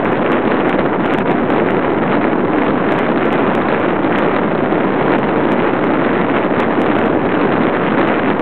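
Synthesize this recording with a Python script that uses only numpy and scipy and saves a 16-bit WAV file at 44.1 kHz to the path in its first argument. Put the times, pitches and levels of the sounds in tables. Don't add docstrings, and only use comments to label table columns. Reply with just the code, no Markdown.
import sys
import numpy as np
from scipy import signal
from scipy.fft import rfft, irfft
from scipy.io import wavfile

SR = 44100
rng = np.random.default_rng(int(sys.argv[2]) if len(sys.argv) > 2 else 0)


def magnitude_from_level(level_db):
    exponent = np.asarray(level_db, float) / 20
    return 10 ** exponent


def dump_mix(stems):
    frames = np.atleast_2d(stems).T
    limited = np.clip(frames, -1, 1)
    pcm = np.round(limited * 32767).astype(np.int16)
    wavfile.write(sys.argv[1], SR, pcm)


N = 370881

OFFSET, FULL_SCALE = .032, -.707


def rms_one(x):
    return x / np.sqrt(np.mean(x ** 2) + 1e-20)


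def drift(rate_hz):
    r = np.exp(-2 * np.pi * rate_hz / SR)
    noise = rng.standard_normal(N + SR)
    return rms_one(signal.lfilter([1], [1, -2 * r, r * r], noise)[SR:])


def coloured(x, spectrum):
    hz, db = np.transpose(spectrum)
    grid_hz = np.fft.rfftfreq(N, 1 / SR) + 1
    gain = magnitude_from_level(np.interp(np.log(grid_hz), np.log(hz), db))
    return rms_one(irfft(rfft(x) * gain, N))


def bells(rows, width_s):
    t = np.arange(N) / SR
    return sum(db * np.exp(-((t - s) / width_s) ** 2) for s, db in rows)


def narrow_band(x):
    stop_hz = 4966
    return signal.sosfiltfilt(signal.cheby2(9, 45, stop_hz, fs=SR, output="sos"), x)


def lulls():
    # centre in seconds, change in dB, of which rumble and flutter take a share.
    dips = [(0.915, -1.5), (0.98, -5.5), (1.235, -6), (1.47, -2.5), (1.82, -5), (7.72, -5.5), (8.335, -6)]
    return bells(dips, 0.011)


def treble_swing():
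    # time in seconds, treble level in dB, of which only the departure from the mean counts.
    treble = [(0.0, -31), (0.02, -35), (0.26, -33.5), (0.3, -36), (0.33, -30), (0.44, -38), (0.51, -31),
              (0.63, -35.5), (0.72, -32), (0.77, -40.5), (0.79, -28), (0.82, -39.5), (0.86, -34),
              (0.91, -41), (0.94, -31), (0.98, -41), (1.03, -31.5), (1.1, -35), (1.15, -29.5),
              (1.17, -36.5), (1.22, -34.5), (1.24, -47.5), (1.26, -37), (1.31, -32), (1.45, -39.5),
              (1.5, -32.5), (2.08, -36), (2.13, -30.5), (2.2, -38), (2.22, -32), (2.39, -39.5),
              (2.69, -31.5), (2.74, -36.5), (3.04, -32.5), (3.16, -37), (3.21, -30.5), (3.61, -34.5),
              (3.75, -30.5), (3.77, -35.5), (3.89, -30), (4.0, -39.5), (4.17, -30.5), (4.52, -36),
              (5.08, -34.5), (5.13, -31), (5.2, -34.5), (6.11, -32.5), (6.32, -35.5), (6.37, -28.5),
              (6.51, -42), (6.6, -28), (6.65, -34.5), (7.1, -33), (7.17, -39), (7.33, -33), (7.73, -34.5),
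              (8.06, -30.5), (8.32, -30.5), (8.34, -39.5), (8.41, -34.5)]
    s, db = np.transpose(treble)
    level_db = np.interp(np.arange(N) / SR, s, db)
    return level_db - level_db.mean()


def rumble(lull_db):
    # frequency in Hz, relative spectral level in dB per Hz.
    large_eddies = [(15, -46.5), (25, -44.5), (33, -43.5), (43, -26.5), (180, -0.5), (305, 3), (520, -4.5),
                    (1000, -11.5), (1300, -28.5), (2200, -120)]
    level_db, lull_share, crest_peaking = -16, 0.54, 0.75
    gain = magnitude_from_level(level_db + lull_share * lull_db + 0.3 * drift(60))
    swing = gain * coloured(rng.standard_normal(N), large_eddies)
    return swing + crest_peaking * signal.filtfilt(*signal.butter(2, 130, "high", fs=SR), swing ** 2)


def flutter(treble_db, lull_db, swing):
    # frequency in Hz, relative spectral level in dB per Hz.
    small_eddies = [(100, -30), (250, 2), (500, 1.5), (800, -0.5), (1300, -1.5), (2000, -7), (3000, -17.5),
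                    (3600, -24), (4200, -31), (6000, -30)]
    # centre in seconds, change in dB (a few are negative).
    flurry_rows = [(0.523, 6), (0.545, 8), (0.793, 9), (1.258, 2), (1.983, 8), (2.469, -3), (2.554, -2),
                   (4.088, -0.5), (4.366, 10), (5.842, 7)]
    snaps_per_s, size_spread_db, suction_share = 1800, 4, .85
    level_db, edge_db, lull_share = -18.5, -2.13, .45
    treble_share = 0.5

    ahead = np.roll(swing, -round(0.00095 * SR))
    behind = np.roll(swing, round(.0004 * SR))
    climb = rms_one(ahead - behind)
    bunching = magnitude_from_level(0.26 * drift(13) + 1.5 * drift(120) + 4.5 * np.tanh(climb / 1.4))

    sizes = magnitude_from_level(size_spread_db * np.minimum(rng.exponential(1, N), 2.4))
    signs = np.where(rng.random(N) < suction_share, -1, 1)
    snaps = rms_one(sizes * signs * (rng.random(N) < snaps_per_s / SR))
    thin_hiss = magnitude_from_level(-15) * rng.standard_normal(N)
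    air = coloured(bunching * (snaps + thin_hiss), small_eddies)
    body = signal.filtfilt(*signal.butter(1, 2200, fs=SR), air)

    sharp_db = edge_db + (1 - treble_share) * treble_db
    sharp_db = sharp_db + 0.5 * drift(30) + 1.6 * drift(60) + 3.0 * drift(160)
    edge = magnitude_from_level(sharp_db + 1.9 * np.tanh(climb)) * (air - body)

    finest = signal.sosfiltfilt(signal.butter(3, 3100, "high", fs=SR, output="sos"), edge)
    crackle = magnitude_from_level(-1.1 + 1.5 * drift(40) + 3.0 * drift(200)) * finest
    edge = edge - finest + crackle

    whole_db = level_db + treble_share * treble_db + lull_share * lull_db + bells(flurry_rows, 0.0032)
    return magnitude_from_level(whole_db) * (body + edge)


def cracks():
    # centre in seconds, envelope peak in dB, pitch in Hz.
    loud_snaps = [(0.0557, -5, 1750), (0.2636, -7.1, 2200), (0.3306, -8.5, 2170), (0.3693, -10.9, 2000),
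                  (0.5138, -8, 1920), (0.5192, -9.5, 2030), (0.6069, -10.8, 2210), (0.7286, -5, 2090),
                  (1.0465, -12, 2160), (1.1475, -12, 2450), (1.2078, -11, 1900), (1.5244, -11, 1920),
                  (1.6004, -9, 1980), (1.6875, -4, 1700), (2.079, -10.0, 1970), (2.1226, -9.9, 2160),
                  (2.1523, -8, 1740), (2.243, -3, 1720), (2.929, -12, 1980), (2.9963, -13, 1900),
                  (3.0165, -16, 2060), (3.0561, -13, 2040), (3.2323, -8, 1920), (3.3061, -10, 2190),
                  (3.3935, -15, 1830), (3.4079, -13, 2070), (3.6859, -8, 1810), (3.7187, -9, 2200),
                  (3.7484, -8.6, 2150), (3.7551, -11, 1940), (3.8334, -10.7, 1790), (4.1272, -7, 2020),
                  (4.1595, -9.5, 2520), (4.1887, -8, 2230), (4.3637, -12, 1770), (4.811, -14, 1900),
                  (4.8349, -11.5, 2040), (5.1117, -14, 1840), (5.1377, -9, 2020), (5.1836, -13, 2170),
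                  (5.2312, -10.1, 2100), (5.6026, -10, 2140), (5.9546, -10, 1940), (6.2995, -7.9, 1970),
                  (6.3688, -8, 2120), (6.3852, -9, 2070), (6.4283, -9, 1850), (6.5374, -11, 1870),
                  (6.6225, -10.9, 2100), (6.9133, -9.6, 1890), (7.0399, -10.5, 2130), (7.2924, -10.5, 2140),
                  (7.3184, -11, 1930), (7.4242, -11.5, 2120), (7.5646, -10, 1920), (7.7585, -10, 1910),
                  (7.8653, -9.7, 2060), (8.0303, -14, 1810), (8.0415, -15, 2060), (8.0735, -10.3, 2050),
                  (8.0904, -8.1, 2030), (8.0998, -7.9, 1890), (8.1425, -11, 2190), (8.1498, -11, 2030),
                  (8.1572, -12, 1940), (8.199, -16, 2180), (8.2462, -11, 1960), (8.26, -5, 1690),
                  (8.2773, -11, 2120), (8.3145, -11, 1790)]
    width_s, lean_rad = 0.00035, 0.81
    out = np.zeros(N + 200)
    t = np.arange(-100, 100) / SR
    for (s, db, hz), lean in zip(loud_snaps, rng.uniform(-1.1, 0.54, len(loud_snaps))):
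        swings = -np.cos(2 * np.pi * hz * t + lean_rad * lean)
        at = round(s * SR)
        out[at:at + len(t)] += magnitude_from_level(db) * swings * np.exp(-(t / width_s) ** 2)
    return out[100:N + 100]


def pops(wind):
    # centre in seconds, depth past full scale as a level in dB.
    overloads = [(0.0484, -30), (0.122, -32.5), (0.3194, -24), (0.6947, -23), (0.7906, -48), (1.061, -27),
                 (1.1379, -21.5), (1.186, -22), (1.314, -29), (1.504, -27.5), (1.6203, -40.5),
                 (1.707, -27.5), (1.8475, -44.5), (2.6441, -34), (2.9223, -23.5), (2.94, -31),
                 (2.9899, -22), (3.2561, -29.5), (3.3293, -23), (3.395, -49), (3.5517, -20),
                 (3.7998, -32.5), (4.186, -23), (4.1966, -40), (5.1099, -50.5), (5.1871, -28.5),
                 (5.3986, -41.5), (5.5198, -23), (5.529, -29.5), (5.7368, -33.5), (5.8422, -29),
                 (6.6023, -17.5), (6.8028, -31.5), (6.8175, -21), (6.8538, -36.5), (6.9893, -27),
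                 (7.0596, -32.5), (7.15, -41.5), (7.9943, -33), (8.083, -31), (8.3954, -27)]
    width_at_28_ms, narrowing_ms_per_db = .25, 0.004
    swing_share, share_loss_per_db = 0.37, 0.4
    out = np.pad(wind, 200)
    t = np.arange(-200, 200) / SR
    swing = np.cos(2 * np.pi * 420 * (t - .00005)) * np.exp(-((t - .0002) / 0.0012) ** 2)
    shoved = np.exp(-(t / 0.00053) ** 4)
    flanks = (1 - shoved) * np.exp(-(t / .0018) ** 2)

    def balanced(pull):
        return pull - flanks * pull.sum() / flanks.sum()

    for s, excess_db in overloads:
        width_ms = max(width_at_28_ms - narrowing_ms_per_db * (excess_db + 28), .1)
        spike = balanced(np.exp(-(t * 1000 / width_ms) ** 2 * 4))
        share = np.clip(swing_share - share_loss_per_db * (excess_db + 28), .1, .55)
        depth = OFFSET - FULL_SCALE + magnitude_from_level(excess_db)
        at = slice(round(s * SR), round(s * SR) + len(t))
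        out[at] -= balanced(depth * share * swing + shoved * out[at])
        missing = depth + narrow_band(out[at])[200]
        out[at] -= spike * missing / narrow_band(spike)[200]
    return out[200:N + 200]


def scene():
    capsule_limit = -.655
    treble_db = treble_swing()
    lull_db = lulls()
    low = rumble(lull_db)
    small = flutter(treble_db, lull_db, low)
    wind = np.maximum(low + small + cracks(), capsule_limit)
    return pops(wind)[None]


def low_pass(x):
    return signal.sosfilt(signal.butter(12, 15850, fs=SR, output="sos"), x)


def record(dry):
    crest_limit, hiss_db = .655, -98
    narrow = narrow_band(np.minimum(dry + OFFSET, crest_limit))
    hiss = magnitude_from_level(hiss_db) * rng.standard_normal(N)
    return low_pass(np.maximum(narrow, FULL_SCALE) + hiss)


dry = scene()
out = record(dry)
dump_mix(out)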